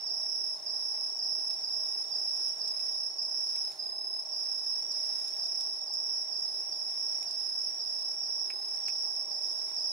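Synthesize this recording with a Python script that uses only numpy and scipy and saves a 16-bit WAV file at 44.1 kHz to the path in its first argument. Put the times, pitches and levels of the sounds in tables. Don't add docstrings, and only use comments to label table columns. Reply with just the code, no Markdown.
import sys
import numpy as np
from scipy import signal
from scipy.fft import rfft, irfft, next_fast_len
from scipy.io import wavfile
from scipy.ndimage import uniform_filter1d, map_coordinates

SR = 44100
rng = np.random.default_rng(int(sys.argv[2]) if len(sys.argv) > 2 else 0)


def generate_wav(signal):
    frames = np.transpose(np.atleast_2d(signal))
    scaled = np.clip(frames, -1, 1) * 32767
    pcm = np.round(scaled).astype(np.int16)
    wavfile.write(sys.argv[1], SR, pcm)


N = 437472
SIDES = np.array([[.5], [-.5]])


def amp(db):
    return 10 ** (np.asarray(db) / 20)


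def normalized(x):
    return x / np.sqrt(np.mean(x ** 2) + 1e-20)


def curve_at(points, hz):
    freqs, values = np.transpose(points)
    return np.interp(np.log(hz + 1), np.log(freqs + 1), values)


def wobble(rate):
    return map_coordinates(rng.standard_normal(int(N * rate / SR) + 4), [np.arange(N) * rate / SR])


def filtered(x, response):
    size = next_fast_len(N + SR // 2)
    return irfft(rfft(x, size) * response(np.fft.rfftfreq(size, 1 / SR)), size)[..., :N]


# frequency in Hz, likeness (1 same, 0 unrelated).
EAR_LIKENESS = [(60, 0.87), (300, 0.84), (640, 0.41), (1400, -0.0071), (6000, -0.023), (15000, -0.0049)]
# frequency in Hz, left minus right in dB.
EAR_BALANCE = [(60, -3), (110, 0), (200, 1), (380, 1.5), (700, 0.0), (1290, 1.0), (2380, -3), (4400, -6.5),
               (8120, -2.5), (15000, -2)]
def stereo_noise(spectrum, patchy_db):
    def colour(hz):
        angle = np.arccos(np.clip(curve_at(EAR_LIKENESS, hz), -1, 1)) / 2
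        return amp(curve_at(spectrum, hz)) * [np.cos(angle), np.sin(angle)]
    bands = signal.stft(rng.standard_normal((2, N)), nperseg=512)[2]
    patches = uniform_filter1d(rng.standard_normal(bands.shape[1:]), 6, axis=0)
    patches = normalized(uniform_filter1d(patches, 10, axis=1))
    noise = signal.istft(bands * amp(patchy_db * patches), nperseg=512)[1][:, :N]
    mid, side = filtered(noise, colour)
    ears = np.array([mid + side, mid - side])
    return normalized(filtered(ears, lambda hz: amp(SIDES * curve_at(EAR_BALANCE, hz))))


# multiple of the turning rate, average level in dB.
HUM_TONES = [(5, -88), (6, -87), (8, -77.5), (10, -85.5), (12, -72), (13, -69), (14, -68.5), (15, -74),
             (16, -70)]
# frequency in Hz, relative level in dB.
MACHINE_NOISE = [(15, -57), (25, -30), (98, -15), (264, -18.5), (376, -2), (453, -9), (510, -10), (613, -4),
                 (714, -6.5), (790, 2), (967, -7.5), (1110, -4.5), (1200, -17.5), (1400, -23.5),
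                 (1820, -32), (3080, -120)]
def machine_hum(turn_hz=48.5):
    angle = 2 * np.pi * np.cumsum(turn_hz * (1 + 0.00081 * wobble(1.505))) / SR
    tones = np.zeros((2, N))
    for multiple, db in HUM_TONES:
        ear_shift = -SIDES * multiple * turn_hz * 0.0013
        level = np.sqrt(2) * amp(db + 2.5 * wobble(6))
        drift = 0.41 * wobble(8) + rng.uniform(0, 2 * np.pi)
        tones += level * np.sin(multiple * angle + ear_shift + drift)
    throb = amp(-59 + 0.48 * wobble(1.14)) * (1 + 0.18 * np.sin(angle))
    return tones + throb * stereo_noise(MACHINE_NOISE, patchy_db=0.84)


# frequency in Hz, relative level in dB.
HISS_COLOUR = [(900, -27), (1300, -4), (2400, -7), (3100, -10), (4000, -3.5), (4600, 0), (6000, 2),
               (7000, -4.5), (7700, -13.5), (9100, -2), (10200, -5), (11400, -16.5), (14500, -14.5),
               (15600, -16)]
def insect_hiss():
    return amp(-54.5 + 1.4 * wobble(2.486)) * stereo_noise(HISS_COLOUR, patchy_db=1.5)


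def wing_strokes(phrases, gap_s, slow_start_s):
    rows = []
    for first, last, db in phrases:
        gaps = max(round((last - first - slow_start_s) / gap_s), 1)
        number = np.arange(gaps + 1)
        offset = number * gap_s + slow_start_s * (1 - np.exp(-number / 2.2))
        times = first + offset * (last - first) / offset[-1]
        rows.append([times, number, np.full(len(number), db)])
    return np.hstack(rows)


def cricket(phrases, hz, gap_s, slow_start_s, climb_hz, sag_hz, overtone_db, stroke_s=.018):
    times, number, db = wing_strokes(phrases, gap_s, slow_start_s)
    pitch_luck, phase_luck, level_luck = rng.standard_normal((len(times), 3)).T[:, :, None]
    progress = np.arange(round(stroke_s * SR)) / (stroke_s * SR)
    early = np.exp(-number / 2.5)[:, None]
    pitch = hz + 12 * pitch_luck - climb_hz * early - sag_hz * progress ** 3.5
    phase = 2 * np.pi * np.cumsum(pitch, axis=1) / SR + 10 * phase_luck
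    fade_in = np.clip(progress / 0.151, 0, 1) ** 1.8
    fade_out = np.clip((1 - progress) / 0.31, 0, 1) ** 0.91
    overtone = amp(overtone_db - 8 * early - 21 * progress ** 3) * np.sin(2 * phase)
    strokes = amp(db[:, None] + 1.02 * level_luck) * fade_in * fade_out * (np.sin(phase) + overtone)
    starts = np.round((times - .6 * stroke_s) * SR).astype(int) + SR
    samples = starts[:, None] + np.arange(len(progress))
    return np.bincount(samples.ravel(), strokes.ravel(), N + 2 * SR)[SR:SR + N]


# base delay in seconds, left level in dB, right level in dB.
WALL_ECHOES = [(.0031, -14, -16), (.0085, -8.5, -8.5), (.0152, -9, -2.5), (.021, -14.5, -18.5),
               (.033, -3.5, -3.5)]
def among_walls(song, pan_db, left_lead_s, delay_scale, tail_db):
    def paths(hz):
        direct = amp(pan_db * SIDES) * np.exp(2j * np.pi * hz * left_lead_s * SIDES)
        stretch = delay_scale + 0.04005 * SIDES
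        return direct + sum(amp([[left], [right]]) * np.exp(-2j * np.pi * hz * delay * stretch)
                            for delay, left, right in WALL_ECHOES)
    t = np.arange(SR // 3) / SR
    scatter = rng.standard_normal((2, len(t))) * amp(-60 * t / .2) * (1 - np.exp(-t / 0.0041))
    tail = signal.fftconvolve(song[None], scatter / np.linalg.norm(scatter[0]), axes=1)[:, :N]
    return filtered(song, paths) + amp(tail_db) * tail


# first and last wing stroke in seconds, relative level in dB.
NEAR_PHRASES = [(.079, .534, -34), (.672, 1.067, -33.5), (1.201, 1.535, -32.5), (1.646, 2.011, -33),
                (2.128, 2.49, -32.5), (2.617, 3.069, -33.5), (3.193, 3.677, -33), (3.801, 4.196, -34),
                (4.336, 4.79, -33.5), (4.913, 5.278, -33.5), (5.395, 5.76, -34.5), (5.882, 6.215, -35),
                (6.331, 6.606, -34.5), (6.729, 7.152, -35.5), (7.282, 7.674, -33.5), (7.804, 8.11, -34.5),
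                (8.235, 8.738, -35), (8.863, 9.201, -34.5), (9.317, 9.653, -35), (9.784, 9.91, -34)]
HIGH_PHRASES = [(.006, .409, -36.5), (.6, .927, -40.5), (1.1, 1.429, -37.5), (1.605, 1.93, -40.5),
                (2.12, 2.503, -38.5), (2.715, 3.009, -40), (3.195, 3.609, -37.5), (4.2, 4.496, -39.5),
                (4.67, 5.121, -37), (5.34, 5.672, -35), (5.81, 6.195, -38.5), (6.4, 6.723, -40),
                (6.87, 7.268, -38), (7.47, 7.818, -38.5), (8.06, 8.438, -36), (8.63, 9.04, -37.5),
                (9.14, 9.523, -45), (9.74, 9.896, -36.5)]
LONG_PHRASES = [(.016, .533, -39.5), (.668, 1.64, -38.5), (1.683, 2.682, -38), (2.768, 3.615, -39),
                (4.259, 5.846, -39), (5.927, 6.442, -37.5), (6.55, 7.453, -38.5), (7.548, 8.454, -38.5),
                (8.718, 9.894, -37.5)]
FAINT_PHRASES = [(.578, .64, -46.5), (3.669, 3.817, -44), (3.96, 4.139, -45), (8.502, 8.651, -51)]
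def crickets():
    near = cricket(NEAR_PHRASES, hz=5278, gap_s=.0298, slow_start_s=.009,
                   climb_hz=187, sag_hz=433, overtone_db=-20)
    high = cricket(HIGH_PHRASES, hz=5602, gap_s=.0288, slow_start_s=.008,
                   climb_hz=198, sag_hz=460, overtone_db=-37)
    long = cricket(LONG_PHRASES, hz=5500, gap_s=.0302, slow_start_s=.002,
                   climb_hz=60.3, sag_hz=436, overtone_db=-32)
    faint = cricket(FAINT_PHRASES, hz=5400, gap_s=.0297, slow_start_s=.001,
                    climb_hz=30, sag_hz=380, overtone_db=-40)
    return (among_walls(near, pan_db=-8.5, left_lead_s=4.5e-5, delay_scale=1.0, tail_db=-2)
            + among_walls(high, pan_db=-4, left_lead_s=2.5e-5, delay_scale=.8, tail_db=2)
            + among_walls(long, pan_db=-13.5, left_lead_s=3e-5, delay_scale=1.2, tail_db=4.5)
            + among_walls(faint, pan_db=-10, left_lead_s=3e-5, delay_scale=0.77, tail_db=1))


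# start in seconds, relative levels of the click and of
# the plate's ring in dB, left minus right in dB.
MOUTH_SMACKS = [(1.508, -42, -56, -4), (2.365, -38, -65, -5.5), (2.402, -48, -63, -4.5),
                (2.4828, -41, -67, -6.5), (2.584, -49, -67, -6.0), (2.6797, -39, -65, -4),
                (2.7926, -43, -53, -9), (3.2281, -44, -61, -5), (3.5628, -40, -52, -9),
                (3.7194, -42, -61, -9), (4.9207, -43, -71, -8), (5.058, -44, -63, -5.0),
                (5.2816, -37, -60, -4), (5.6084, -35.5, -62, -1), (5.9364, -37.5, -68, -8),
                (7.2278, -39, -52, -7), (7.3108, -43, -63, -6.0), (8.5033, -44, -37.5, -10),
                (8.764, -45, -70, -6.5), (8.883, -35, -38.5, -9.5), (9.1546, -46, -69, -6.5),
                (9.3107, -44, -61, -3.0)]
# frequency in Hz, gain in dB.
SMACK_COLOUR = [(1500, -38), (3500, -5.5), (5000, 5), (8500, -1.5), (11000, -7), (15500, -19)]
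# pitch in Hz, relative level in dB, seconds to fade by 60 dB.
PLATE_TONES = [(1960, -14.5, 0.017), (2340, -1, 0.024), (2557, -5.5, 0.046), (3970, -16.5, .015)]
def cat_eating():
    clicks, rings = np.zeros((2, 2, N + SR))
    t = np.arange(SR // 10) / SR
    for start_s, click_db, ring_db, pan_db in MOUTH_SMACKS:
        pan, i = amp(pan_db * SIDES), round(start_s * SR)
        click = amp(click_db + 7 - 60 * t / 0.0068) * rng.standard_normal((2, len(t)))
        ring = sum(amp(db + rng.normal(0, 1.5) - 60 * t / fade_s) * np.sin(2 * np.pi * hz * t)
                   for hz, db, fade_s in PLATE_TONES)
        clicks[:, i:i + len(t)] += pan * click
        rings[:, i:i + len(t)] += pan * amp(ring_db + 1) * ring
    direct = filtered(clicks[:, :N], lambda hz: amp(curve_at(SMACK_COLOUR, hz))) + rings[:, :N]
    return filtered(direct, lambda hz: 1 + amp(-10) * np.exp(-2j * np.pi * hz * .0075)
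                    + amp(-12) * np.exp(-2j * np.pi * hz * 0.018))


def scene():
    return machine_hum() + insect_hiss() + crickets() + cat_eating()


def record(dry):
    return filtered(dry, lambda hz: hz < 15800)


dry = scene()
out = record(dry)
generate_wav(out)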